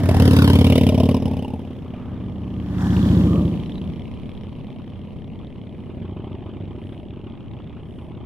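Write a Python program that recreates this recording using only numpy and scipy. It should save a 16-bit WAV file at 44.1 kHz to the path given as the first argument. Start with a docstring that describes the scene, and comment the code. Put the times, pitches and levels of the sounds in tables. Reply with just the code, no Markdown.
"""Two motorcycles overtake a bicycle

On an open road one V-twin passes close by, shifts up and crackles away; a muffled twin follows it past.
Far up the road a twin opens its throttle. Firings ring each exhaust pipe and spit bursts of gas;
tyres roar alongside. The microphone has two ports and rides on the cyclist's chest, which reflects the
sound; wind buffets the ports, an arm swishes and clothing brushes."""
import sys
import numpy as np
from scipy import signal
from scipy.fft import rfft, irfft
from scipy.io import wavfile
from scipy.ndimage import uniform_filter1d, minimum_filter1d, map_coordinates

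SR = 44100
rng = np.random.default_rng(int(sys.argv[2]) if len(sys.argv) > 2 else 0)


def wrap_up_sound(samples):
    """Save the sound to the file named by the first command line argument, as 16-bit audio."""
    columns = np.atleast_2d(samples).T
    # keep every value between -1 and 1, then stretch to whole-number steps
    tamed = np.clip(columns, -1, 1)
    steps = np.round(tamed * 32767).astype(np.int16)
    wavfile.write(sys.argv[1], SR, steps)


N = 363825
T = np.arange(N) / SR  # time in seconds
F = np.arange(N // 2 + 1) * SR / N + 1e-6  # frequency in Hz, kept off zero

# Colour of the tyre noise of both passing bikes. Each row: frequency in Hz, density in dB per Hz.
TYRE_SPECTRUM = [(40, 4), (200, 11.5), (500, -3), (850, -4), (1300, -5.5), (1800, -0.5), (2400, -15),
                 (3200, -9), (4200, -16.5), (6000, -22.5), (8400, -28.5), (14000, -28.5), (16000, -39)]


def undb(db):
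    """Turn dB into an amplitude factor."""
    return 10 ** (np.asarray(db) / 20)


def unit(x):
    """Scale a sound to rms 1."""
    return x / np.sqrt(np.mean(x ** 2))


def curves(table):
    """The columns of a table, joined by straight lines in time."""
    s, *columns = np.transpose(table)
    return [np.interp(T, s, column) for column in columns]


def colour(x, spectrum):
    """Give white sound a spectrum, drawn straight over log frequency."""
    hz, db = np.transpose(spectrum)
    return irfft(rfft(x) * undb(np.interp(np.log(F), np.log(hz), db)), N)


def noise(spectrum, channels=3):
    """Unrelated noises of one colour, rms 1."""
    return unit(colour(rng.standard_normal((channels, N)), spectrum))


def treble_unit(x):
    """Scale a sound so that its part above 2 kHz has rms 1."""
    high_pass = signal.butter(4, 2000, "high", fs=SR, output="sos")
    return x / np.std(signal.sosfilt(high_pass, x))


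def walk(rate):
    """Random levels held 1 / rate s and slewed twice; spread near 1."""
    hold = int(SR / rate)
    steps = np.repeat(rng.standard_normal(N // hold + 1), hold)
    return 1.3 * uniform_filter1d(uniform_filter1d(steps, hold), hold)[:N]


def swell(at_s, length_s):
    """A smooth rise and fall, 1 at its top."""
    return np.exp(-((T - at_s) / length_s) ** 2)


def delayed(x, seconds):
    """Read a sound through a moving delay."""
    return map_coordinates(x, [(T - seconds) * SR], order=3)


def wander_phase(hz, stray, rate):
    """Phase in radians of a tone whose pitch strays by a share of itself."""
    return 2 * np.pi * np.cumsum(hz * (1 + stray * walk(rate))) / SR


def overtake(abreast_s, speed, gap, shadow_edge, softness=0.053):
    """Cosine of the bearing, nearness (1 alongside) and body shadow (0-1) of a bike passing at a side gap.

    Speed is in m/s and gap in metres; the cyclist's body shades a bike that is still behind.
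    """
    along = speed * (T - abreast_s)
    distance = np.hypot(along, gap)
    ahead = along / distance
    shadow = (1 - np.tanh((ahead + shadow_edge) / softness / 2)) / 2
    return ahead, gap / distance, shadow


def firings(speed, crank, scatter_db):
    """One pulse train for each cylinder; no two firings are equally strong."""
    start, rear_lag = crank  # in four-stroke cycles
    cycles = start + np.cumsum(curves(speed)[0]) / SR
    pulses = np.zeros((2, N))
    for train, lag in zip(pulses, (0, rear_lag)):
        at = np.flatnonzero(np.diff(np.floor(cycles - lag)))
        train[at] = undb(scatter_db * rng.standard_normal(len(at)))
    return pulses


def ring_pipe(pulses, pipe, soft_hz, low_hz=60):
    """The firings of both cylinders ring each mode of the pipe; one row per mode."""
    s, push = 1j * F, rfft(pulses)
    # the valve opens gradually, and a small outlet radiates no deep bass
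    push = push * soft_hz ** 2 / (s * s + np.sqrt(2) * soft_hz * s + soft_hz ** 2)
    push = push * s * s / (s * s + np.sqrt(2) * low_hz * s + low_hz ** 2)
    modes = []
    for k, (hz, width, front_db, rear_db, *_) in enumerate(pipe):
        resonance = -(-1) ** k * s * width / (s * s + s * width + hz ** 2)
        drive = undb(front_db) * push[0] + undb(rear_db) * push[1]
        modes.append(irfft(resonance * drive, N))
    return np.array(modes)


def exhaust(pulses, pipe, ahead, shadow, shade_db, soft_hz):
    """A passing pipe: dulled by the body's shadow, each mode changing as the outlet turns to the listener."""
    facing = np.maximum(ahead, 0) ** 2
    sound = 0
    for row, mode in zip(pipe, ring_pipe(pulses, pipe, soft_hz)):
        octaves = np.log2(row[0] / 50)  # shade_db is per octave above 50 Hz
        sound = sound + mode * undb(row[4] * facing + shade_db * shadow * octaves)
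    return unit(sound)


def gas(pulses, spectrum, rear_db, decay_s, tail_db, shock_db=1, tail_s=0.033, wait_s=0.00081,
        rise_s=0.0024, channels=3):
    """A crack of gas leaves the pipe just after each firing and trails off."""
    age = np.maximum(T[:SR // 10] - wait_s, 0)
    fall = np.exp(-age / decay_s) + undb(tail_db) * np.exp(-age / tail_s)
    burst = (1 - np.exp(-age / rise_s)) * fall
    # jet noise grows with the square of the firing strength
    strength = pulses[0] ** 2 + undb(rear_db) * pulses[1] ** 2
    turbulence = signal.oaconvolve(strength, burst)[:N] * rng.standard_normal((channels, N))
    # the shock front rattles down the pipe the same way every time
    rattle = burst * rng.standard_normal((channels, len(burst)))
    shock = signal.oaconvolve(strength[None], rattle)[:, :N]
    return treble_unit(colour(turbulence + undb(shock_db) * shock, spectrum))


def ragged(x, share=1.0, echo_s=0.000774, sway_s=0.0002276, rate=18):
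    """A short echo of wandering length gives every burst its own colour."""
    at = (T - echo_s - sway_s * walk(rate)) * SR
    echo = np.array([np.interp(at, np.arange(N), channel) for channel in x])
    return (x + share * echo) / np.hypot(1, share)


def at_camera(pipes, hiss, ahead, scatter_hz):
    """Chest echo comes later as a source moves ahead; the lag between the ports is greatest abreast."""
    # arms and handlebar scatter short waves, so that each port gets its own treble
    scattered = 1 / (1 + (scatter_hz / F) ** 4)
    hiss = rfft(hiss)
    direct = pipes + irfft(hiss[0] * np.sqrt(1 - scattered), N)
    chest_share = 0.53  # echo amplitude relative to the direct sound
    chest_echo = delayed(direct, 0.00033 * (0.68 + 0.27 * ahead))
    sound = (direct + chest_share * chest_echo) / (1 + chest_share)
    port_lag_s = 0.00016 * np.sqrt(1 - ahead ** 2)
    treble = irfft(hiss[1:] * np.sqrt(scattered), N)
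    return np.array([delayed(sound, port_lag_s), sound]) + treble


def wind(steady_db=-36.5, shared=.6, gust_db=1.0, buffet_db=1.8):
    """Air buffets each port on its own, part of its rush is common, and it swells in each bike's wake."""
    # Rush of air over the ports. Each row: frequency in Hz, density in dB per Hz.
    wind_spectrum = [(20, -3), (45, -4), (90, 5.5), (200, 3.5), (350, -7), (600, -17.5), (1000, -30.5),
                     (1500, -40.5), (2200, -32.5), (3100, -46), (4500, -62), (7000, -56.5), (11000, -64),
                     (16000, -69)]
    # Air pushed aside by each passing bike. Each row: time in seconds, half length in seconds, rise in dB.
    wakes = [(0.594, 1, 9.5), (3.83, 0.89, 4.5)]
    first, second, both = noise(wind_spectrum)
    ports = np.array([port * undb(buffet_db * walk(22)) for port in (first, second)])
    rush = np.sqrt(1 - shared) * ports + np.sqrt(shared) * both  # shared is a share of the power
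    wake_db = sum(db * swell(s, length) for s, length, db in wakes)
    return undb(steady_db + wake_db + gust_db * walk(4.15)) * rush


def swish(at_s=2.05, length_s=0.19, level_db=-52):
    """A soft swell of coloured noise, the air moved while the cyclist waves an arm."""
    air = noise([(200, -21), (700, 1), (1200, 6), (1700, -3.5), (3000, -11), (6000, -40), (16000, -45)],
                channels=1)
    return undb(level_db) * swell(at_s, length_s) * air


def pedalling(length_s=0.14):
    """Clothing brushes faintly with the turn of the pedals: swells of airy noise."""
    # Faint brushes, one per turn. Each row: time in seconds, level in dB.
    brushes = [(5.82, -79), (6.9, -74), (7.98, -73.5)]
    cloth = noise([(2000, -20), (5300, 6), (7000, -3), (9500, 10), (16000, -11)], channels=2)
    return sum(undb(db) * swell(s, length_s) for s, db in brushes) * cloth


def far_twin(exhaust_db=-33.5, gas_db=-58.0, gas_load=0.3):
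    """A twin far up the road opens its throttle; moving air makes its level waver."""
    # Engine speed. Each row: time in seconds, four-stroke cycles per second.
    engine_speed = [(0, 13.2), (2.5, 13.2), (5, 12.5), (5.7, 12.82), (6.2, 13.46), (6.8, 14.03),
                    (7.4, 15.06), (8.25, 16.2)]
    # Throttle. Each row: time in seconds, level in dB relative to pulling.
    throttle = [(0, 1), (2, -6), (4.3, -10.5), (5.6, -15), (5.85, -7.5), (6.1, 0), (6.45, -2.5),
                (6.75, -1.5), (7, -5), (7.25, -3), (7.6, -9.5), (8.25, -4)]
    # Pipe modes. Each row: frequency in Hz, width in Hz, front cylinder in dB, rear cylinder in dB.
    pipe_modes = [(101.6, 81.5, -3.5, -6.5), (115, 60.5, 0.0, -7.5), (125, 40, -11, -27),
                  (233.9, 124, -8.5, -19.5), (234.6, 67, -7.5, -17.5), (370, 67, -28.0, -15.0),
                  (365.4, 82, -15.5, -25.5), (605, 26.6, -23.5, -35), (913, 80.9, -32, -30)]
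    # Colour of the gas bursts. Each row: frequency in Hz, density in dB per Hz.
    gas_spectrum = [(200, -7), (600, 17.5), (1000, 10.5), (1600, 3), (2300, -2.5), (3200, -2),
                    (4000, -17.5), (4700, -22), (5500, -30.5), (7000, -46), (11000, -42), (16000, -70)]
    throttle_db, = curves(throttle)
    pulses = firings(engine_speed, crank=(.946, .442), scatter_db=1.2)
    uneven = pulses * undb(.8 * walk(30))
    cracks = gas(uneven, gas_spectrum, rear_db=0, decay_s=0.0021, tail_db=-16, wait_s=0.00508)
    pipes = unit(ring_pipe(pulses, pipe_modes, soft_hz=654).sum(axis=0))
    pipes = undb(exhaust_db + throttle_db) * pipes
    # gas_load: dB of gas per dB of throttle
    hiss = undb(gas_db + gas_load * throttle_db) * ragged(cracks, share=0.6)
    waver = undb(.7 * walk(5))
    return waver * at_camera(pipes, hiss, ahead=1.0, scatter_hz=4460)


def roar(start_s=2.77, rise_s=0.023, fade_s=0.54, level_db=-37, flutter_db=2.5):
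    """The second bike's belt and tyres break into a rough roar as it leaves the body's shadow."""
    age = np.maximum(T - start_s, 0)
    grain = noise([(400, -21), (800, 1.5), (1300, -3), (1800, -1), (2300, -29), (3200, -24),
                   (6000, -21), (16000, -40)])
    envelope = (1 - np.exp(-age / rise_s)) * np.exp(-(age / fade_s) ** 2)
    return undb(level_db + flutter_db * walk(120)) * envelope * grain


def second_bike(exhaust_db=-11.0, puff_db=-50, rush_db=-19, outlet_angle=0.61, beam_width=0.77):
    """A muffled twin eases off as it passes: deep throb, soft puffs of gas and tyre roar."""
    # Engine speed. Each row: time in seconds, four-stroke cycles per second.
    engine_speed = [(0, 16.6), (1.5, 16.5), (2.1, 16.0), (2.6, 15.57), (3, 14.84), (3.3, 14.2), (3.7, 13.6),
                    (4.5, 13.3), (8.25, 13.0)]
    # Throttle. Each row: time in seconds, level in dB relative to pulling.
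    throttle = [(0.0, 2), (1.9, -20), (2.2, -5.5), (2.7, -6.5), (2.9, -2.5), (3.15, 1.28), (3.45, -0.33),
                (3.65, -12), (3.9, -9), (4.15, -27), (8.25, -26)]
    # Pipe modes. Each row: frequency in Hz, width in Hz, front cylinder in dB, rear cylinder in dB,
    # gain in dB when the outlet faces the listener.
    pipe_modes = [(70, 25.7, -13, -19.5, 3), (112.4, 49.7, -14.5, -16.5, -1.5),
                  (166.4, 58.8, -31.5, -11.5, 1), (168.7, 27.5, -18, -22.5, 12.5),
                  (190, 19.4, -7.5, 0.0, 2.5), (189.5, 42, -14, -1.63, 2.4), (300.4, 19.7, -20, -18.5, 2.8),
                  (324.6, 23.1, -20.5, -29.5, 8), (356, 74, -28.5, -33, 5), (441.3, 8.3, -38.5, -35.5, 18),
                  (594.7, 7.7, -41.0, -42, 21.5)]
    # Colour of the gas puffs. Each row: frequency in Hz, density in dB per Hz.
    puff_spectrum = [(200, -44), (900, 17), (1200, 16), (1600, -10), (2300, 6), (3200, 2.5), (4000, -1),
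                     (4700, -7.5), (5500, -15.5), (7000, -24), (11000, -14.5), (16000, -46)]
    # Colour of the muffled gas flow. Each row: frequency in Hz, density in dB per Hz.
    flow_spectrum = [(150, -7), (350, 6), (580, 9), (850, -14), (1170, -9), (1500, -42), (3200, -25),
                     (6000, -31), (16000, -37)]
    ahead, near, shadow = overtake(abreast_s=3.05, speed=8.0, gap=2.3, shadow_edge=0.77)
    throttle_db, = curves(throttle)
    loudness = near * undb(exhaust_db + throttle_db)
    pulses = firings(engine_speed, crank=(-.01, .425), scatter_db=.5)
    puffs = undb(puff_db) * gas(pulses, puff_spectrum, rear_db=1, decay_s=0.0012, tail_db=-15)
    puffs = puffs * near * undb(-2 * shadow + 3.5 * ahead)
    tyres = undb(-29.5 - 4.3 * shadow) * near ** 2.84 * noise(TYRE_SPECTRUM)
    # the muffler evens the gas into a steady rush, heard while its outlet faces the listener (radians)
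    beam = np.exp(-((np.arccos(ahead) - outlet_angle) / beam_width) ** 2)
    rush = loudness * undb(rush_db) * beam * noise(flow_spectrum)
    pipes = loudness * exhaust(pulses, pipe_modes, ahead, shadow, shade_db=-1.6, soft_hz=664)
    # a throaty rasp as the outlet swings past
    throat = noise([(700, -17), (1000, -9), (1200, 6), (1500, -31), (3000, -60)])
    throat = undb(-35) * swell(3.35, 0.073) * throat
    return at_camera(pipes, puffs + tyres + roar() + rush + throat, ahead, scatter_hz=4000)


def rasp(pulses, width_hz, decay_s=0.008, rough=.12, wait_s=.001, stray=.06, spread=.06):
    """Firings and the gas behind them ring bands of straying pitch; each swells and fades at its own time."""
    # Swells of ringing rasp. Each row: time in seconds, half length in seconds, centre in Hz, level in dB.
    rasp_bands = [(0.125, 0.14, 683, -29.5), (0.44, 0.091, 1560, -22.5), (0.456, 0.13, 1003, -27),
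                  (.74, 0.17, 2900, -38), (1.057, 0.23, 5180, -42.5), (0.94, 0.24, 614.6, -28.5),
                  (1.11, 0.23, 1061, -36.5), (1.317, 0.22, 822, -35.5), (1.39, 0.11, 2620, -46.5),
                  (2.96, 0.22, 3300, -52), (3.74, 0.11, 3750, -54), (.5, 0.36, 409.3, -26),
                  (1.0, 0.38, 9760, -54)]
    age, blows = T[:SR // 30], pulses.sum(axis=0)
    gas_behind = signal.oaconvolve(blows, np.exp(-age / decay_s))[:N] * rng.standard_normal(N)
    push = blows + rough * gas_behind
    age = np.maximum(age - wait_s, 0)
    out = 0
    for s, length, hz, db in rasp_bands:
        ring = age * np.exp(-np.pi * (width_hz + spread * hz) * age)  # higher bands ring shorter
        rings = signal.oaconvolve(push, ring)[:N]
        tone = np.sin(wander_phase(hz, stray, rate=36))
        out = out + undb(db) * swell(s, length) * unit(rings * tone)
    return out


def ticks(pulses, pitch_hz=3120, stray=0.08, ring_s=0.0006, wait_s=.0027):
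    """A short ringing tick after each firing, as it reaches the microphone by three paths."""
    age = np.maximum(T[:SR // 50] - wait_s, 0)
    rings = signal.oaconvolve(pulses.sum(axis=0), age * np.exp(-age / ring_s))[:N]
    phase = wander_phase(pitch_hz, stray, rate=44)
    # the phase wanders separately on each path
    return unit(rings * np.array([np.sin(phase + walk(10)) for _ in range(3)]))


def crackle(pulses, tick_db=-4, crack_db=-2, air_hz=4800, uneven_db=0.7):
    """Dry pops carry back from up the road; the air takes off their top as the distance grows."""
    # Level as the first bike draws away. Each row: time in seconds, level in dB.
    crackle_level = [(.4, -66), (.7, -48), (1.1, -51), (1.6, -61), (2.3, -62), (2.65, -57), (2.95, -48),
                     (3.3, -52), (3.7, -52), (4.5, -58), (5.5, -60), (6.3, -63), (6.9, -58), (8.25, -64)]
    # Colour of the pops. Each row: frequency in Hz, density in dB per Hz.
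    pop_spectrum = [(200, -15), (900, -40), (1600, 14), (3100, 7), (4700, -10), (5500, -3.5), (7000, -28.5),
                    (9500, -20), (11000, -10), (12500, -29), (16000, -35)]
    level_db, = curves(crackle_level)
    cracks = ragged(gas(pulses, pop_spectrum, rear_db=-1, decay_s=.0009, tail_db=-32,
                        wait_s=.0027, rise_s=.0008))
    dull = irfft(rfft(cracks) / np.hypot(1, (F / air_hz) ** 6), N)
    top = np.interp(T, [4.2, 6.5], [1, 0])
    pops = undb(crack_db) * (top * cracks + (1 - top) * dull)
    return undb(level_db + uneven_db * walk(33)) * (undb(tick_db) * ticks(pulses) + pops)


def first_bike(exhaust_db=-4, gas_db=-25, gas_aim_db=1, gas_shadow_db=-4, gas_load=0.99, flicker_db=0.5):
    """Loud open pipes that point backwards: ringing modes, rasp, gas cracks and tyres, then distant crackle."""
    # Engine speed. Each row: time in seconds, four-stroke cycles per second.
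    engine_speed = [(0, 18.31), (.5, 17.89), (1.1, 18.02), (1.6, 17.7), (1.95, 16.95), (2.3, 16.579),
                    (2.9, 16.314), (3.5, 16.522), (4.4, 16.952), (5.3, 17.663), (6, 18.234), (6.8, 18.607),
                    (7.5, 18.673), (8.25, 19.044)]
    # Throttle. Each row: time in seconds, level in dB relative to pulling.
    throttle = [(0, 0), (.2, 1.5), (.45, 3), (.8, -1.5), (1.15, 0), (1.21, -5), (1.35, -5.5), (1.55, -11.5),
                (1.75, -15), (2.5, -11), (6.2, -7.5), (8.25, -16.5)]
    # Misfire and hard firings. Each row: time in seconds, strength in dB relative to a usual firing,
    # extra crack of gas in dB.
    odd_firings = [(.087, 0.5, 4), (.197, 3, -3.5), (.642, 2, 1), (.665, -0.5, 2.5), (.721, 1, 1),
                   (.754, -0.5, 6.5), (.777, 1.5, 4), (.832, 0.5, 1.5), (.865, 2, 1.5), (.888, 0.5, 5),
                   (.921, -2.5, -3), (.999, 1, 3.5), (1.087, 0, 5), (1.198, -5, -4), (1.255, 2, 0.5),
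                   (1.366, -1, 5.5), (1.422, 1, 1.5), (1.478, -1, 4), (1.535, 6.5, -8), (1.558, -2, -12),
                   (1.591, 0.5, -2)]
    # Pipe modes. Each row: frequency in Hz, width in Hz, front cylinder in dB, rear cylinder in dB,
    # gain in dB when the outlet faces the listener.
    pipe_modes = [(81.42, 29.7, 0.01, -9.5, 3), (85.44, 36.6, 0.0, -8, 3), (187, 67, -56.9, -22, -24),
                  (241.35, 12.7, -14, -9, -1.5), (242.6, 27.2, -13.5, -13, 6.5),
                  (282.8, 10, -53, -13.5, -8), (391.3, 130, -31, -27.5, 5.5),
                  (447.6, 82, -24.5, -21.5, 10.5), (462.5, 62, -25, -23, 11.5),
                  (599.5, 29, -33.5, -35.6, 12), (729, 96, -41.5, -46.5, 16), (994, 72, -36.5, -42.5, 7)]
    # Colour of the gas bursts close by. Each row: frequency in Hz, density in dB per Hz.
    gas_spectrum = [(40, -15), (200, 5.5), (600, 2), (1000, -8), (1500, -14), (2100, -11), (3100, -8),
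                    (4200, -19), (5200, -18), (7000, -31), (8400, -28.5), (10300, -22.5), (11800, -29.5),
                    (14500, -25), (16000, -40)]
    ahead, near, shadow = overtake(abreast_s=0.41, speed=10.35, gap=2.18, shadow_edge=0.73)
    throttle_db, = curves(throttle)
    pulses = firings(engine_speed, crank=(.405, .413), scatter_db=.5)
    pulses = pulses * undb(sum(db * (abs(T - s) < .01) for s, db, _ in odd_firings))
    # the root, because gas squares the strength
    cracks = pulses * np.sqrt(undb(sum(db * (abs(T - s) < .01) for s, _, db in odd_firings)))
    pipes = exhaust(pulses, pipe_modes, ahead, shadow, shade_db=-3.6, soft_hz=678)
    pipes = pipes * near * undb(exhaust_db + throttle_db)
    close = gas(cracks, gas_spectrum, rear_db=-2.0, decay_s=0.0035, tail_db=-23.0, shock_db=5.0)
    # the long burst gives way to short pops with distance
    crisp = np.interp(T, [1.5, 2.3], [1, 0])
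    # gas follows the throttle (gas_load: dB per dB) and dies faster with distance than the pipe note
    jet_db = gas_db + gas_load * throttle_db + gas_aim_db * ahead + gas_shadow_db * shadow
    jet = near ** 1.48 * undb(jet_db + flicker_db * walk(24.43))
    tyres = undb(-21.5) * near ** 1.9 * noise(TYRE_SPECTRUM)
    hiss = jet * ragged(crisp * close, share=0.77) + tyres + crackle(cracks)
    return at_camera(pipes + rasp(pulses, width_hz=76), hiss, ahead, scatter_hz=4400)


def scene():
    """The road as heard at the two ports: air and clothing, the far engine and the two passes."""
    return wind() + swish() + pedalling() + far_twin() + second_bike() + first_bike()


def record(dry):
    """The camera's limiter holds the loudest firings down; it rounds the peaks and cuts the top."""
    drive, ceiling, hold = 0.67, 1.0, SR // 40  # hold in samples
    room = ceiling / np.maximum(abs(dry).max(axis=0), ceiling)
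    limited = dry * uniform_filter1d(minimum_filter1d(room, hold), hold)
    rounded = np.tanh(drive * limited) / drive
    return signal.sosfilt(signal.ellip(10, .1, 80, 15900, fs=SR, output="sos"), rounded)


dry = scene()
out = record(dry)
wrap_up_sound(out)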